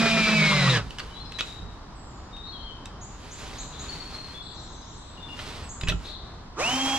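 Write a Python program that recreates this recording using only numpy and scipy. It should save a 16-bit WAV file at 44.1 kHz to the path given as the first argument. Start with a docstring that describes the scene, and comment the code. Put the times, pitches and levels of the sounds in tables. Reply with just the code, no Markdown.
"""Cordless drill in a garden

Close to a stereo microphone, a drill drives a screw into a plywood box: the shaft hums, the gears whine
and rattle, the thread squeals, and the motor slows under the load until it stops. The bit slips off,
a coat rustles, the drill knocks down on the bench, and the motor spins up again, running light.
Farther back a songbird whistles and trills in the trees, over the hum of distant roads."""
import sys
import numpy as np
from scipy import signal
from scipy.fft import rfft, irfft, next_fast_len
from scipy.io import wavfile
from scipy.ndimage import uniform_filter1d, map_coordinates

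SR = 44100
rng = np.random.default_rng(int(sys.argv[2]) if len(sys.argv) > 2 else 0)


def to_wav(sig):
    """Store sig (one row per channel, or 1-D mono) as 16-bit WAV at the path in sys.argv[1].

    Samples outside -1..1 are clipped; the rate is SR.
    """
    pcm = np.clip(np.atleast_2d(sig), -1, 1) * 32767
    pcm = np.round(pcm).astype(np.int16)
    wavfile.write(sys.argv[1], SR, pcm.T)  # frames by channels


N = 307818
TIME = np.arange(N) / SR


def undb(db):
    """Decibels to gain."""
    return 10 ** (np.asarray(db) / 20)


def unit(x):
    """Scale to rms 1."""
    return x / np.sqrt(np.mean(x ** 2))


def curves(rows):
    """Each column after a table's time column, as a value per sample."""
    times, *columns = np.transpose(rows)
    return [np.interp(TIME, times, column) for column in columns]


def ramp(start_s, length_s):
    """Rises from 0 to 1 over a stretch of time."""
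    return np.clip((TIME - start_s) / length_s, 0, 1)


def bell(x, centre, width):
    """A smooth hump of height 1."""
    return np.exp(-((x - centre) / width) ** 2)


def gains(points, size):
    """A (frequency [Hz], level [dB]) table as a gain per frequency bin."""
    hz, db = np.transpose(points)
    return undb(np.interp(np.log(np.fft.rfftfreq(size, 1 / SR) + 1), np.log(hz), db))


def colour(x, points):
    """Filter a sound by a (frequency [Hz], level [dB]) table."""
    size = next_fast_len(len(x) + 4096)
    return irfft(rfft(x, size) * gains(points, size), size)[:len(x)]


def drift(rate_hz):
    """Smooth random wander of rms 1."""
    hold = max(int(SR / rate_hz), 1)
    steps = np.repeat(rng.standard_normal(N // hold + 1), hold)
    return unit(uniform_filter1d(uniform_filter1d(steps, hold), hold)[:N])


def add(track, s, sound):
    """Mix a sound into a track at time s."""
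    i = int(s * SR)
    track[i:i + len(sound)] += sound[:N - i]


def ring(modes, t):
    """Decaying modes after a blow; each blow weights them a little differently."""
    return sum(undb(db + rng.normal()) * rng.choice([-1, 1])
               * np.sin(2 * np.pi * hz * t) * undb(-60 * t / t60) for hz, db, t60 in modes)


def echo(x, t60, onset_s):
    """Scatter from fence, shed and trees: a dense tail of unit energy."""
    t = TIME[:SR]
    tail = rng.standard_normal(SR) * undb(-60 * t / t60) * (1 - np.exp(-t / onset_s))
    return signal.fftconvolve(x, tail / np.linalg.norm(tail))[:N]


# Stereo width at the microphone, as the gain of the side signal: (frequency [Hz], level [dB])
MIC_WIDTH = [(100, -24), (500, -11.5), (1200, -12), (2700, -5.5), (4700, 0.5), (8000, 2)]


def place(x, pan, echo_db, t60=0.18, direct=0.95, stray=0):
    """Set a source in the garden: the right channel leads; reflections and stray sound widen the treble."""
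    size = next_fast_len(N)
    quarter_cycle_lag = irfft(-1j * rfft(x, size) * gains([(2800, 0), (6000, -6)], size), size)[:N]
    scatter = colour((1 - direct) * echo(x, t60=0.092, onset_s=0.001) + stray, [(2800, 0), (6000, 2)])
    side = colour(direct * quarter_cycle_lag + scatter, MIC_WIDTH)
    channels = []
    for sign in (1, -1):
        channel = x + sign * side + undb(echo_db) * echo(x, t60, onset_s=0.0038)
        channels.append(colour(channel, [(hz, sign * db / 2) for hz, db in pan]))
    return np.array(channels)


# Traffic and air, far beyond the garden: (frequency [Hz], level [dB])
ROAD_SPECTRUM = [(12, -49), (20, -2), (53, 0), (140, -8.5), (305, -14), (540, -20.5), (1050, -15.5),
                 (1900, -29), (2400, -36), (3200, -34.5), (5000, -37), (8000, -52.5), (15000, -116)]


def roads(level_db, width):
    """Distant traffic: alike in both channels in the bass, wide in the treble."""
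    mid, side = (colour(rng.standard_normal(N), ROAD_SPECTRUM) for _ in range(2))
    mid *= undb(1.2 * drift(9))
    side = width * colour(side, MIC_WIDTH)
    return np.array([mid + side, mid - side]) / np.std(mid) * undb(level_db)


# Whistles: (time [s], length [s], start pitch [Hz], end pitch [Hz], level [dB])
BIRD_WHISTLES = [(1.06, 0.099, 3020, 3060, -53), (1.133, 0.046, 3940, 3930, -40.5),
                 (1.143, 0.088, 3390, 3420, -49), (1.192, 0.051, 4200, 4130, -41),
                 (1.244, 0.024, 5020, 5160, -45), (1.333, 0.09, 3925, 3870, -39.5),
                 (1.47, 0.134, 3660, 3825, -46.5), (2.324, .1, 3730, 3803, -41.5),
                 (2.425, 0.076, 3830, 3870, -41), (2.465, 0.089, 4200, 4293, -42),
                 (2.521, 0.092, 3400, 3090, -43.5), (2.633, 0.09, 3190, 3040, -41.5),
                 (3.883, 0.028, 4400, 4450, -33), (3.932, 0.18, 4480, 4330, -43.5),
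                 (4.136, 0.0294, 4150, 4334, -34), (4.174, 0.094, 4320, 4230, -43),
                 (4.337, .08, 3490, 3430, -39.5), (4.877, 0.069, 7150, 7310, -53.5),
                 (4.986, .16, 7600, 7750, -60.5), (5.17, 0.018, 2830, 2870, -42),
                 (5.196, 0.097, 3620, 3456, -44), (5.281, 0.064, 2840, 2822, -40)]
# Pulsed, rasping trills: (time [s], length [s], pitch [Hz], level [dB])
BIRD_TRILLS = [(3.571, 0.077, 4020, -45), (3.72, 0.156, 3890, -45.5), (4.406, 0.21, 4030, -45.5),
               (4.598, 0.6, 3774, -54), (6.039, 0.13, 3950, -40.5)]
# Quick upward chips: (time [s], level [dB])
BIRD_CHIPS = [(1.394, -47.5), (3.007, -41), (3.306, -40.5), (3.577, -36.5), (3.786, -38.5), (5.685, -38.5)]
# Thin falling notes: (time [s], level [dB])
BIRD_THIN_NOTES = [(1.949, -58.5), (4.42, -57), (5.629, -49.5)]
# Soft twitter: (time [s], length [s], centre pitch [Hz], level [dB])
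BIRD_TWITTER = [(4.541, 0.45, 6640, -53)]
# The bird sits mostly left of the microphone: (frequency [Hz], left minus right [dB])
BIRD_BALANCE = [(4500, 7), (7500, -1)]


def bird(gain_db, edge_s=0.011, pulse_hz=65.6):
    """A songbird back in the trees: gliding tones that ring on among the trunks."""
    song = np.zeros(N)
    rasp, bend_hz = drift(802.3), 28 * drift(40)

    def note(s, length, start_hz, end_hz, db, rasp_hz, pulse_depth=0):
        """One glide, with a slight bend and a rasp on its pitch; a trill also pulses."""
        start, n = int(s * SR), int(length * SR)
        hz = np.linspace(start_hz, end_hz, n) + rasp_hz * rasp[start:][:n] + bend_hz[start:][:n]
        pulse = 1 + pulse_depth * np.sin(2 * np.pi * pulse_hz * TIME[:n])
        envelope = signal.windows.tukey(n, 2 * edge_s / length) * pulse
        add(song, s, undb(db) * envelope * np.sin(2 * np.pi * np.cumsum(hz) / SR))

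    for whistle in BIRD_WHISTLES:
        note(*whistle, rasp_hz=40)
    for s, length, hz, db in BIRD_TRILLS:
        note(s, length, hz, hz, db, rasp_hz=269, pulse_depth=0.52)
    for s, db in BIRD_CHIPS:
        note(s, length=0.048, start_hz=6100, end_hz=7650, db=db, rasp_hz=330)
    for s, db in BIRD_THIN_NOTES:
        note(s, length=0.25, start_hz=7900, end_hz=6900, db=db, rasp_hz=190)
    for s, span, centre_hz, db in BIRD_TWITTER:
        pitches = centre_hz * (1 + 0.18 * rng.uniform(-1.2, 1, size=20))
        for k, hz in enumerate(pitches):
            note(s + span * k / len(pitches), length=0.036, start_hz=hz, end_hz=hz, db=db, rasp_hz=232)
    return undb(gain_db) * place(song, BIRD_BALANCE, echo_db=3, t60=0.82)


# Arm movements beside the bench: (peak time [s], half length [s], level [dB])
ARM_MOVES = [(0.885, 0.31, -52.5), (1.467, 0.098, -46.5), (3.456, 0.24, -44.5), (3.926, .12, -44),
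             (4.2, 0.15, -46), (5.495, 0.13, -40), (6.063, 0.061, -48.5)]
# Hiss of the coat's nylon: (frequency [Hz], level [dB])
NYLON_SPECTRUM = [(200, 8.5), (700, 1), (2600, -0.5), (4000, -0.5), (6000, -9), (8000, -14.5), (11000, -24),
                  (15000, -35)]


def coat(grain_db, rest_db):
    """Nylon rubbing on itself: a grainy hiss that swells with each arm movement."""
    motion = undb(rest_db) + sum(undb(db) * bell(TIME, s, length) for s, length, db in ARM_MOVES)
    rub = rng.standard_normal(N) * undb(grain_db * drift(900) + 1.55 * drift(25.43))
    return unit(colour(rub, NYLON_SPECTRUM)) * motion


# Weight landing on the boards or coming off them: (time [s], level [dB])
BOARD_THUMPS = [(0.815, -40.5), (1.599, -43), (5.834, -33), (5.886, -28.5)]
# Low modes of the box and bench: (frequency [Hz], level [dB], t60 [s])
BOARD_MODES = [(51.5, 1.5, 0.22), (95, 2, 0.16), (121, 0.5, 0.084), (172, 0.5, 0.22), (282, -9.5, 0.11),
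               (391, -7, 0.048)]


def thumps(rock_s, rise_db):
    """The plywood and the bench boom as weight rocks on them: three blows, growing slightly."""
    booms = np.zeros(N)
    for s, db in BOARD_THUMPS:
        for k in range(3):
            add(booms, s + k * rock_s, undb(db + k * rise_db) * ring(BOARD_MODES, TIME[:SR // 2]))
    return booms


# Bit, screw and drill body on the wood: (time [s], level [dB], scrape time [s], brightness [dB])
WOOD_KNOCKS = [(0.907, -30.5, 0.00033, 3), (0.985, -25, 0.0024, 8), (0.9955, -27, 0.0002, 2),
               (1.0, -24, 0.0019, 3), (1.007, -39, 0.00035, -3), (1.3215, -31.5, 0.0003, 5),
               (1.387, -23.5, 0.0027, 5), (1.392, -19, 0.0078, 5.5), (1.4085, -15.5, 0.00028, 3),
               (5.39, -26, 0.0058, -1), (5.8115, -26, 0.002, 5), (5.834, -25, 0.002, 1),
               (5.872, -20, 0.007, 1), (5.8855, -19, 0.00019, 9), (5.889, -13.5, 0.0065, 0),
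               (5.919, -22, 0.0043, -10)]
# Light metal ticks as the next screw is fitted: (time [s], level [dB])
SCREW_TICKS = [(2.367, -40.5), (2.857, -32)]
# Crack of a hard contact on wood: (frequency [Hz], level [dB])
CRACK_SPECTRUM = [(150, 2), (550, -1), (900, -13), (1300, 10), (2000, 4), (2800, 7), (3900, 5), (5000, -7),
                  (7200, -17.5), (10000, -25), (15000, -48)]
# Modes of the drill's plastic casing: (frequency [Hz], level [dB], t60 [s])
CASING_MODES = [(1410, -5, 0.048), (1960, -10, 0.051), (2615, 6, 0.027), (2910, 3, .02), (3680, -10, 0.026)]


def knocks(gain_db, casing_db, impact_db, crack_s=0.0017, attack_s=0.00071):
    """Each contact at the bench is an impact and a scrape of tiny slips that ring casing and wood."""
    track, t = np.zeros(N), TIME[:4096]
    tick_scrape_s, tick_bright_db = 0.00075, 15
    ticks = [(s, db, tick_scrape_s, tick_bright_db) for s, db in SCREW_TICKS]
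    for s, db, scrape_s, bright_db in WOOD_KNOCKS + ticks:
        force = rng.standard_normal(len(t)) * bell(t, 0, 2 * scrape_s) * (1 - np.exp(-t / attack_s))
        force[0] = undb(impact_db)
        crack = colour(rng.standard_normal(len(t)) * np.exp(-t / crack_s), CRACK_SPECTRUM)
        response = unit(crack) + undb(casing_db) * unit(ring(CASING_MODES, t))
        hit = signal.fftconvolve(force, response)[:len(t)]
        # soft wood rounds off the very top
        tilt = [(750, -bright_db), (7500, 1.4 * bright_db),
                (10000, bright_db - 4), (14000, bright_db - 10)]
        add(track, s, undb(db + gain_db) * unit(colour(hit, tilt)))
    return track


# Plywood creaks as the screw tightens, and the gears' jolt as the drill restarts:
# (peak time [s], half length [s], level [dB])
CREAKS_AND_JOLT = [(0.521, 0.019, -27), (0.683, 0.028, -29), (0.766, 0.031, -40), (6.588, 0.017, -35)]


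def creaks_and_jolt(centre_hz):
    """Short bursts in one narrow band: tiny slips in the plywood, then gear backlash at the restart."""
    bursts = sum(undb(db) * bell(TIME, s, length) for s, length, db in CREAKS_AND_JOLT)
    band = [(centre_hz / 4, -86), (centre_hz, 0), (centre_hz * 4, -86)]
    return bursts * unit(colour(rng.standard_normal(N), band))


# The screw tightening in the box: (time [s], pitch [Hz], level [dB])
SCREW_SQUEAL = [(.36, 4100, -50), (.435, 3890, -34), (.5, 3960, -38), (.665, 3924, -29.5),
                (.725, 3780, -30), (.775, 3020, -33), (.8, 2870, -61)]


def screw(rasp_hz, catch_db):
    """The thread sticks and slips in the wood: a rough squeal that sags as the screw stalls."""
    hz, level_db = curves(SCREW_SQUEAL)
    phase = 2 * np.pi * np.cumsum(hz + rasp_hz * drift(700)) / SR
    turning = (TIME > SCREW_SQUEAL[0][0]) & (TIME < SCREW_SQUEAL[-1][0])
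    return turning * undb(level_db - catch_db * drift(96.87)) * np.sin(phase)


def motor_and_gears(hz, shaft, teeth, body, rattle_db, shaft_db, whine_db, growl_db,
                    throb, waver_db, flutter, treble_db_per_octave, radiate_hz, grit_db=0):
    """Shaft hum, tooth whine, low growl and rattle; also returns the rattle that leaves the far side."""
    turns = np.cumsum(hz * (1 + flutter * drift(120))) / SR
    running, speed = hz > 70, hz / hz.max()
    growl_order = 0.755  # cycles per motor turn
    # the gears bind and free unevenly, and throb with the growl
    surge = undb(0.57 * drift(150)) * (1 + throb * np.cos(2 * np.pi * growl_order * turns))

    def rattle(points_per_turn=160, repeat=0.27):
        """The teeth clatter in a pattern that partly repeats from one turn to the next."""
        pattern = signal.lfilter([1], [1, -repeat], rng.standard_normal((1024, points_per_turn)), axis=0)
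        impacts = map_coordinates(pattern.ravel(), [turns * points_per_turn], order=3)
        clatter = colour(running * surge * impacts, body)
        return running * undb(rattle_db) * clatter / np.std(clatter[running])

    def tone(order, db, slip=0):
        """One wavering multiple of the shaft speed; the small housing radiates low ones poorly."""
        radiated = np.minimum(order * hz / radiate_hz, 1) ** 6
        amplitude = running * radiated * np.sqrt(2) * undb(db + waver_db * drift(35))
        return amplitude * np.sin(2 * np.pi * (order * turns + rng.random()) + slip)

    hum = sum(tone(order, shaft_db + db) for order, db in shaft)
    growl = tone(growl_order, growl_db)
    # backlash roughens the whine as the motor labours below its top speed
    backlash = np.clip(0.15 + 1.5 * (1 - speed), 0, 0.45) * drift(330)
    whine = sum(tone(order, whine_db + db, backlash) for order, db in teeth)
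    gears = rattle()
    low = colour(gears, [(2000, 0), (3000, -40)])
    treble_db = treble_db_per_octave * np.log2(np.maximum(speed, 0.1))  # brighter with speed
    high = (gears - low) * undb(grit_db * drift(1500) + treble_db)
    grind = low * undb(1.6 * drift(55)) + high * undb(0.9 * drift(55))  # each band wavers on its own
    return hum + growl + whine + grind, rattle()


# Shaft tones, running light: (multiple of motor speed, level [dB])
LIGHT_SHAFT = [(1, 1), (3, 0), (4, -8)]
# Gear rattle, running light: (frequency [Hz], level [dB])
LIGHT_RATTLE = [(60, -3), (180, 0.5), (400, -2.5), (850, 5), (1150, 3.5), (1450, -1), (2100, -1.5),
                (2550, 4), (3600, -4.5), (4600, -7), (5700, -3), (7200, -8), (9000, -18), (15000, -31)]
# The free-running drill at the microphone: (frequency [Hz], left minus right [dB])
LIGHT_BALANCE = [(100, 3), (800, -4.5), (2700, 0), (4700, -0.5), (8000, -6.5)]


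def drill_spinning_up(trigger_s, top_hz, time_constant_s):
    """Close by, unloaded: the gears rattle first, the hum peaks as speed builds, the whine comes last."""
    torque = np.exp(-np.maximum(TIME - trigger_s, 0) / time_constant_s)
    hz = top_hz * (1 - torque)
    rattle_in_db, hum_in_db, whine_in_db = (-40 * (1 - ramp(trigger_s, s)) for s in (0.058, 0.072, 0.09))
    mesh_order = 12
    casing_db = 8.5 * bell(mesh_order * hz, centre=2570, width=70)  # the whine crosses a resonance
    drill, far_side = motor_and_gears(
        hz, LIGHT_SHAFT, teeth=[(mesh_order, -1)], body=LIGHT_RATTLE,
        rattle_db=-31 + rattle_in_db, shaft_db=-39 + 22.5 * torque + hum_in_db,
        whine_db=-30.5 + casing_db + whine_in_db, growl_db=-57 + hum_in_db,
        throb=0.059, waver_db=3, flutter=0.0024, treble_db_per_octave=8, radiate_hz=265, grit_db=1.5)
    return place(drill, LIGHT_BALANCE, echo_db=-10.5, stray=0.7 * far_side)


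# The motor sagging under the load, then braking: (time [s], speed [Hz])
LOADED_SPEED = [(0, 228), (.11, 224.6), (.22, 221), (.245, 217), (.34, 216), (.47, 203.5), (.56, 193.6),
                (.66, 179), (.71, 173.8), (.76, 156.2), (.85, 118.6), (.9, 55)]
# Shaft tones under load: (multiple of motor speed, level [dB])
LOADED_SHAFT = [(1, 1), (3, -7.5), (6, -12), (19, -16)]
# Gear rattle, pressed against the plywood: (frequency [Hz], level [dB])
LOADED_RATTLE = [(60, -24), (160, 13), (330, -0.5), (520, 3), (800, -1), (1250, 2), (2500, 2.5), (3100, 0),
                 (4050, 1.5), (4430, -8), (4950, -2), (5700, -9.5), (7300, -13.5), (9500, -24.5),
                 (15000, -39.5)]
# Drill and box at the microphone: (frequency [Hz], left minus right [dB])
LOADED_BALANCE = [(100, -0.5), (800, -3.5), (2700, 0.5), (4700, 2), (8000, -2.5)]


def drill_driving_screw(bite_s, release_s):
    """Close by, on the box: the growl swells at the bite, the wood squeals, the gears slacken on release."""
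    hz, = curves(LOADED_SPEED)
    teeth = [(10.8, 1), (12, -8), (21.6, -15)]  # (multiple of motor speed, level [dB])
    load = ramp(bite_s - 0.02, 0.02)
    coast_s = np.maximum(TIME - release_s, 0)
    slack_db, growl_fade_db = -382 * coast_s, -192 * coast_s
    casing_db = 11 * bell(teeth[0][0] * hz, centre=2274, width=172)  # the whine crosses a resonance
    strain_db = 13 * (1 - hz / hz.max())  # the teeth press harder as the motor is dragged down
    drill, far_side = motor_and_gears(
        hz, LOADED_SHAFT, teeth, body=LOADED_RATTLE,
        rattle_db=-25 + slack_db, shaft_db=-27.5 - 3 * load + slack_db,
        whine_db=-36.5 + casing_db + strain_db + slack_db, growl_db=-37.5 + 12.5 * load + growl_fade_db,
        throb=0.15, waver_db=2.26, flutter=0.0019, treble_db_per_octave=3, radiate_hz=102)
    rasps = screw(rasp_hz=151.3, catch_db=3.5) + creaks_and_jolt(centre_hz=1156)
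    return place(drill + rasps, LOADED_BALANCE, echo_db=-20, direct=0.68, stray=0.5 * far_side)


def scene():
    """Two runs of the drill and the handling between them up close, the bird and the roads behind."""
    driving = drill_driving_screw(bite_s=0.357, release_s=0.773)
    spinning = drill_spinning_up(trigger_s=6.54, top_hz=271.1, time_constant_s=0.066)
    handling = (knocks(gain_db=-20, casing_db=-5.5, impact_db=13)
                + thumps(rock_s=0.027, rise_db=0.5)
                + coat(grain_db=1.5, rest_db=-62))
    bench = place(handling, pan=[(1000, -2.5), (3500, 0.5), (8000, -10)], echo_db=-6)
    return roads(level_db=-42, width=1.74) + bird(gain_db=-3.5) + bench + spinning + driving


def record(dry, top_hz=15600):
    """A steep low-pass removes the highest treble."""
    return signal.sosfilt(signal.ellip(8, 0.2, 70, top_hz, fs=SR, output="sos"), dry)


dry = scene()
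out = record(dry)
to_wav(out)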